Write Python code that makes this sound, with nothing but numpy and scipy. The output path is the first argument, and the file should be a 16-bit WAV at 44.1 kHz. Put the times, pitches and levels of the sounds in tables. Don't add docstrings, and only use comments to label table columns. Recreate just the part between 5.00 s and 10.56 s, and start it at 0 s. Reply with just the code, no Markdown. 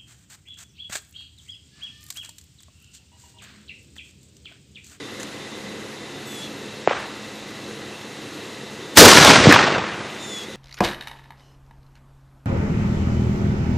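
import sys
import numpy as np
from scipy import signal
from scipy.io import wavfile
from scipy.ndimage import uniform_filter1d, minimum_filter1d

SR = 44100
rng = np.random.default_rng(int(sys.argv[2]) if len(sys.argv) > 2 else 0)


def boost_factor(decibels):
    exponent = np.asarray(decibels, float) / 20
    return 10 ** exponent


def unload_wav(signal):
    wavfile.write(
        sys.argv[1],
        SR,
        np.round(np.clip(np.atleast_2d(signal).T, -1, 1) * 32767).astype(np.int16),
    )


N = 245135

# f/Hz, density/dB
AIR_COLOUR = [(330, -41), (560, -2.5), (1590, -5.5), (1980, -3.5), (2240, -8.5), (2610, -6), (3960, -9),
              (13400, -24.5), (14600, -27), (15400, -67)]
# f/Hz, density/dB
DRONE_COLOUR = [(15, -73), (25, -42), (43, -21), (76, -19.5), (130, -8), (172, -17), (206, 2), (246, -13.5),
                (280, -2.5), (540, -7), (700, -90), (1190, -120)]
# f/Hz, level/dB
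SHAFT_ORDERS = [(106, -49), (141.5, -44), (212.5, -43.5)]
# f/Hz, width/Hz, level/dB, swing/dB (plus = first chorus, minus = second)
INSECT_BANDS = [(2006, 150, -51, 2), (2685, 62, -56, -3.5), (3580, 18, -54, 2), (3890, 310, -51, -0.5),
                (4210, 20, -62.5, -5.5), (6580, 1700, -54.5, 0.5)]
# t/s, level/dB, t60/s
STICK_CLICKS = [
    (0.197, -35.5, 0.2),
    (0.2296, -22, 0.023),
]
# f/Hz, width/Hz, level/dB
STICK_MODES = [(1800, 290, 4), (3900, 540, -1), (6740, 710, 2.5), (9000, 1500, -5), (12000, 2000, -18)]
# start t/s, glide/s, starting f/Hz, level/dB
BIRD_SQUEALS = [
    (1.25, .175, 890, -37.5),
    (5.19, .21, 928, -33.5),
]
PARTIAL_MULTIPLES = [4, 5, 6, 7, 7.5, 8, 9, 10, 11, 15]
PARTIAL_LEVELS = [
    [0, -20, -18, -13, -30, -15, -10, -23, -16, -14],
    [0, -29, -15, -22, -8, -8, -19, -20, -24, -28],
]
# t/s, signed peak, f/Hz
POP_PULSES = [(1.8752, -.25, 2300), (1.8758, 1.0, 700), (1.8805, .12, 340), (1.8836, -.17, 1900),
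              (1.8961, -.22, 2200), (1.9032, .08, 1300), (1.9114, .4, 760), (1.9143, -.2, 660),
              (1.9216, -.1, 1500), (1.9295, .09, 1500), (1.9326, .2, 1600), (1.955, .06, 1900),
              (1.973, .05, 1900), (2.029, .06, 1500), (2.057, .05, 1200)]
# f/Hz, density/dB
POP_COLOUR = [(150, -8), (500, 3), (1200, 5), (2500, -1), (5000, -13), (8000, -24)]
# t/s, level/dB
YARD_RETURNS = [(3.975, -9), (4.15, -11), (4.3, -9), (4.43, -15), (4.52, -11), (4.6, -15), (4.88, -28.5),
                (5.18, -38.5)]
# f/Hz, density/dB
BLAST_COLOUR = [(30, -33), (90, 2), (180, 3.5), (350, -1), (600, -1), (1500, -2), (3000, -8.5),
                (6000, -8.5), (10000, -18), (16000, -24)]
# t/s, peak level/dB, f/Hz
HOUSE_BOOMS = [(4.01, 17.5, 410), (4.036, 10.5, 427), (4.068, 9.5, 354), (4.045, 6.5, 161), (4.22, -5, 170),
               (4.37, -4, 200), (4.478, 4, 200), (4.4874, -5, 387), (4.502, -3.5, 417)]
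# t/s, peak level/dB, f/Hz
WALL_SLAPS = [
    (4.1053, 7, 1200),
    (4.1714, 23.5, 1290),
    (4.2473, 18, 2400),
    (4.3013, 13, 1120),
    (4.3574, 10.5, 1800),
    (4.524, 19.5, 1400),
]
# t/s, peak level/dB, f/Hz
FENCE_CRACKLES = [(4.127, 16.5, 970), (4.511, 13, 1550), (4.518, 4, 1890), (4.5417, 8.5, 1700),
                  (4.560, 12, 945), (4.577, -1, 1800), (4.5883, 12, 1580)]
# t/s, peak level/dB
TREBLE_GLINTS = [(4.1725, -14), (4.2485, -11), (4.3025, -3.5), (4.512, -16), (4.5255, -19), (4.542, -9.5)]
# t/s, signed peak, f/Hz
SLAP_THUDS = [
    (4.4585, -.8, 450),
    (4.4698, 1.6, 560),
    (4.4742, 1.5, 175),
    (4.493, 1.0, 300),
    (4.5035, .6, 330),
]
# f/Hz, level/dB
TREBLE_FLOOR = [(7000, -64), (8500, -52.5), (10000, -46.5), (11500, -43), (16000, -46.5)]
# t/s, level/dB, half length/s
CHANNEL_SPLITS = [
    (3.992, -12.5, 0.013),
    (4.079, -22, 0.012),
    (4.199, -24.5, 0.011),
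    (4.232, -35, 0.021),
    (4.302, -46, 0.022),
]


def evened(x):
    return x / np.sqrt(np.mean(x ** 2) + 1e-20)


def read(points, hz):
    f, value = np.transpose(points)
    return np.interp(np.log(hz + 1), np.log(f + 1), value)


def octaves_above(hz, corner):
    return np.log2(np.maximum(hz / corner, 1))


def octaves_below(hz, corner):
    return np.log2(np.maximum(corner / (hz + 1), 1))


def add(mix, s, sound):
    part = mix[round(s * SR):][:len(sound)]
    part += sound[:len(part)]


def resonate(x, hz, width):
    turn = np.exp(2j * np.pi * hz * np.arange(len(x)) / SR)
    r = np.exp(-np.pi * width / SR)
    return 2 * (turn * signal.lfilter([1 - r], [1, -r], x / turn)).real


def noise_band(hz, width, size):
    once = resonate(rng.standard_normal(size), hz, width)
    return evened(resonate(once, hz, width))


def drift(per_s, size=N):
    span = int(SR / per_s)
    once = uniform_filter1d(rng.standard_normal(size), span)
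    return evened(uniform_filter1d(once, span))


def noise(field_db, patchy_db, size=512):
    frames, hz = 4 * N // size + 5, np.fft.rfftfreq(size, 1 / SR)
    a, b, patches = rng.standard_normal((frames, len(hz), 3)).T
    patches = evened(uniform_filter1d(uniform_filter1d(patches, 6, 0), 10, 1))
    s = np.arange(frames) * size / 4 / SR
    z = (a + 1j * b) * boost_factor(field_db(hz[:, None], s) + patchy_db * patches)
    return evened(signal.istft(z, nperseg=size, noverlap=size * 3 // 4)[1][:N])


def burst(db, hz, share, t60):
    u = np.arange(6000) / SR
    rise = np.minimum(u / 0.0013, 1)
    return boost_factor(db - 60 * u / t60) * rise * noise_band(hz, share * hz, len(u))


def pressure_swings(events):
    stretch, front, wake = 1.75, .66, .9
    out, u = np.zeros(N), np.arange(-800, 1600) / SR
    for at, peak, hz in events:
        turns = stretch * np.log(np.maximum(1 + u * hz / stretch, 1e-3))
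        hull = np.where(u < 0, (turns / front) ** 4, abs(turns / wake) ** 3)
        add(out, at + u[0], peak * np.cos(2 * np.pi * turns) * np.exp(-hull))
    return signal.lfilter(*signal.butter(2, 90, "high", fs=SR), out)


def neighbourhood():
    t = np.arange(N) / SR
    out = boost_factor(-40 + 0.27 * drift(3.1)) * noise(lambda hz, s: read(AIR_COLOUR, hz), 0.48)
    throb_db = 1.2 * drift(25) + .4 * drift(5)
    out += boost_factor(-39.5 + throb_db) * noise(lambda hz, s: read(DRONE_COLOUR, hz), 0.69, size=2048)
    for hz, db in SHAFT_ORDERS:
        wavering_t = t + 0.0031 * drift(0.45)
        out += boost_factor(db - 5 + 1.1 * drift(1.4)) * np.sin(2 * np.pi * hz * wavering_t)
    exchange_s, first_loudest_s = 5.65, -0.4
    chorus = np.tanh(2 * np.cos(2 * np.pi * (t - first_loudest_s) / exchange_s))
    for hz, width, db, swing_db in INSECT_BANDS:
        flutter_db = 0.24 * drift(5.0) + 0.7 * drift(42.4)
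        out += boost_factor(db + swing_db * chorus + flutter_db) * noise_band(hz, width, N)
    return out


def lighter_stick():
    out, u = np.zeros(N), np.arange(3000) / SR
    for at, db, t60 in STICK_CLICKS:
        rattle = np.zeros(len(u))
        for hz, width, mode_db in STICK_MODES:
            rattle += boost_factor(mode_db) * evened(resonate(rng.standard_normal(len(u)), hz, width))
        add(out, at, boost_factor(db - 60 * u / t60) * np.minimum(u / 0.0022, 1) * evened(rattle))
    return out


def bird():
    rest_hz, break_s, edge_s = 838, .066, .025
    out = np.zeros(N)
    for (start, glide, top_hz, level_db), shares_db in zip(BIRD_SQUEALS, PARTIAL_LEVELS):
        t = np.arange(0, glide + break_s, 1 / SR)
        size = len(t)
        left = np.maximum(1 - t / glide, 0)
        broken = np.clip((t - glide) / edge_s + .5, 0, 1)
        hz = rest_hz + (top_hz - rest_hz) * left + 8 * broken
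        unsteady = .006 * drift(150, size) + .025 * broken * drift(500, size)
        turns = np.cumsum(hz * (1 + unsteady)) / SR
        swell = boost_factor(level_db) * np.clip(np.minimum(t, t[-1] - t) / edge_s, 0, 1)
        rasp = noise_band(5500, 4300, size)
        add(out, start, swell * boost_factor(-11 - 6 * left) * rasp)
        for multiple, db in zip(PARTIAL_MULTIPLES, shares_db):
            flutter_db = 2 * drift(70, size) + .25 * multiple * drift(25, size)
            fade_db = -1.4 * (multiple - 5) * broken
            fade_db -= 50 * (multiple % 1) * (1 - left) ** 3
            fade_db -= 6 * left * max(2 - multiple / 6, 0)
            fade_db -= 9 * broken * (t - glide) / break_s
            fade_db += 16 * broken * (multiple == 5)
            add(out, start, swell * boost_factor(db + flutter_db + fade_db) * np.sin(2 * np.pi * multiple * turns))
    return out


def far_pop():
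    since = np.arange(N) / SR - 1.877
    gather = np.clip(since / .04, 0, 1) ** .5
    fade = .8 * gather * boost_factor(-21.5 - 60 * np.maximum(since, 0) / 0.77 + 1.6 * drift(150))
    out = fade * noise(lambda hz, s: read(POP_COLOUR, hz), 1.7, size=256)
    add(out, 2.02, burst(-36, hz=1500, share=1.0, t60=.14))
    return out + pressure_swings(POP_PULSES)


def cannon():
    fire_s, dull_s = 3.9717, 4.57
    s, level_db = np.transpose(YARD_RETURNS)
    t = np.arange(N) / SR
    since = t - fire_s
    far_s = np.maximum(t - dull_s, 0)

    def bass_db(hz, s):
        return read(BLAST_COLOUR, hz) - 30 * octaves_above(hz, 330) - 9 * octaves_below(hz, 130)

    def body_db(hz, s):
        outside = np.maximum(hz / 3000, 1) * np.maximum(350 / (hz + 1), 1)
        return read(BLAST_COLOUR, hz) - 14 * np.log2(outside)

    def edge_db(hz, s):
        air_loss_db = 3.24 * hz / 1000 * np.clip(s - fire_s, 0, 1)
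        return read(BLAST_COLOUR, hz) - 14 * octaves_below(hz, 3500) - air_loss_db

    returns = noise(body_db, 1.4)
    returns += boost_factor(-10.5 + 7 * far_s) * noise(bass_db, 2.4, size=1024)
    returns += boost_factor(-0.5 - 36 * far_s) * noise(edge_db, 0.43)
    clumps_db = 1.7 * drift(200)
    excess_db = 18 * boost_factor(-60 * np.maximum(since, 0) / .4)
    yard_db = np.interp(t, s, level_db) - 60 * np.maximum(t - s[-1], 0)
    shape = boost_factor(yard_db + excess_db + clumps_db) * (since >= 0)
    shape += boost_factor(-13) * np.exp(np.minimum(since, 0) / .0055) * (since < 0)
    return shape * returns


def walls():
    out = np.zeros(N)
    glints = [(at, db, 12000) for at, db in TREBLE_GLINTS]
    kinds = [(HOUSE_BOOMS, 0.72, .15), (WALL_SLAPS, 1.7, 0.018),
             (FENCE_CRACKLES, 0.41, 0.023), (glints, 0.59, 0.016)]
    for surfaces, share, t60 in kinds:
        for at, db, hz in surfaces:
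            add(out, at, burst(db - 12, hz, share, t60))
    return out


def late_thuds():
    return pressure_swings(SLAP_THUDS)


def scene():
    mono = neighbourhood() + lighter_stick() + bird() + far_pop() + cannon() + walls() + late_thuds()
    return np.array([mono, mono])


def thinned(x):
    hz, t, z = signal.stft(x[0], SR, "cosine", 2048, 1024)
    fall_db = 2.5 * np.arange(len(t))
    power_db = 10 * np.log10((abs(z) ** 2).sum(0) + 1e-12)
    loud_db = np.maximum.accumulate(power_db + fall_db) - fall_db
    treble = signal.lfilter(*signal.butter(4, 10500, "high", fs=SR), x[0])
    top = uniform_filter1d(treble ** 2, 200)
    crest = -minimum_filter1d(-top, 2048) / (uniform_filter1d(top, 2048) + 1e-12)
    sharp = crest[np.minimum(np.arange(len(t)) * 1024, N - 1)] > boost_factor(2 * 7)
    masked_db = loud_db - 9 * sharp + read(TREBLE_FLOOR, hz)[:, None]
    least_db = np.maximum(-80.5, masked_db) + 1.2 * rng.standard_normal(len(t))
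    keep = (abs(z) > boost_factor(least_db)) | (hz < 7500)[:, None]
    shelf = boost_factor(-9 * (hz > 14500))[:, None]
    return signal.istft(z * keep * shelf, SR, "cosine", 2048, 1024)[1][:N]


def low_pass(x):
    return signal.sosfilt(signal.butter(12, 15580, fs=SR, output="sos"), x)


def record(dry):
    capsule = signal.lfilter(*signal.butter(2, 30, "high", fs=SR), dry)
    clipped = np.clip(capsule, -.93, .93)
    coupled = thinned(signal.lfilter(*signal.butter(2, 35, "high", fs=SR), clipped))
    t = np.arange(N) / SR
    split = sum(boost_factor(db) * np.exp(-((t - at) / half) ** 2) for at, db, half in CHANNEL_SPLITS)
    apart = split * resonate(rng.standard_normal(N), 2500, 12000)
    return low_pass(coupled + apart * [[1], [-1]])


dry = scene()
out = record(dry)
unload_wav(out)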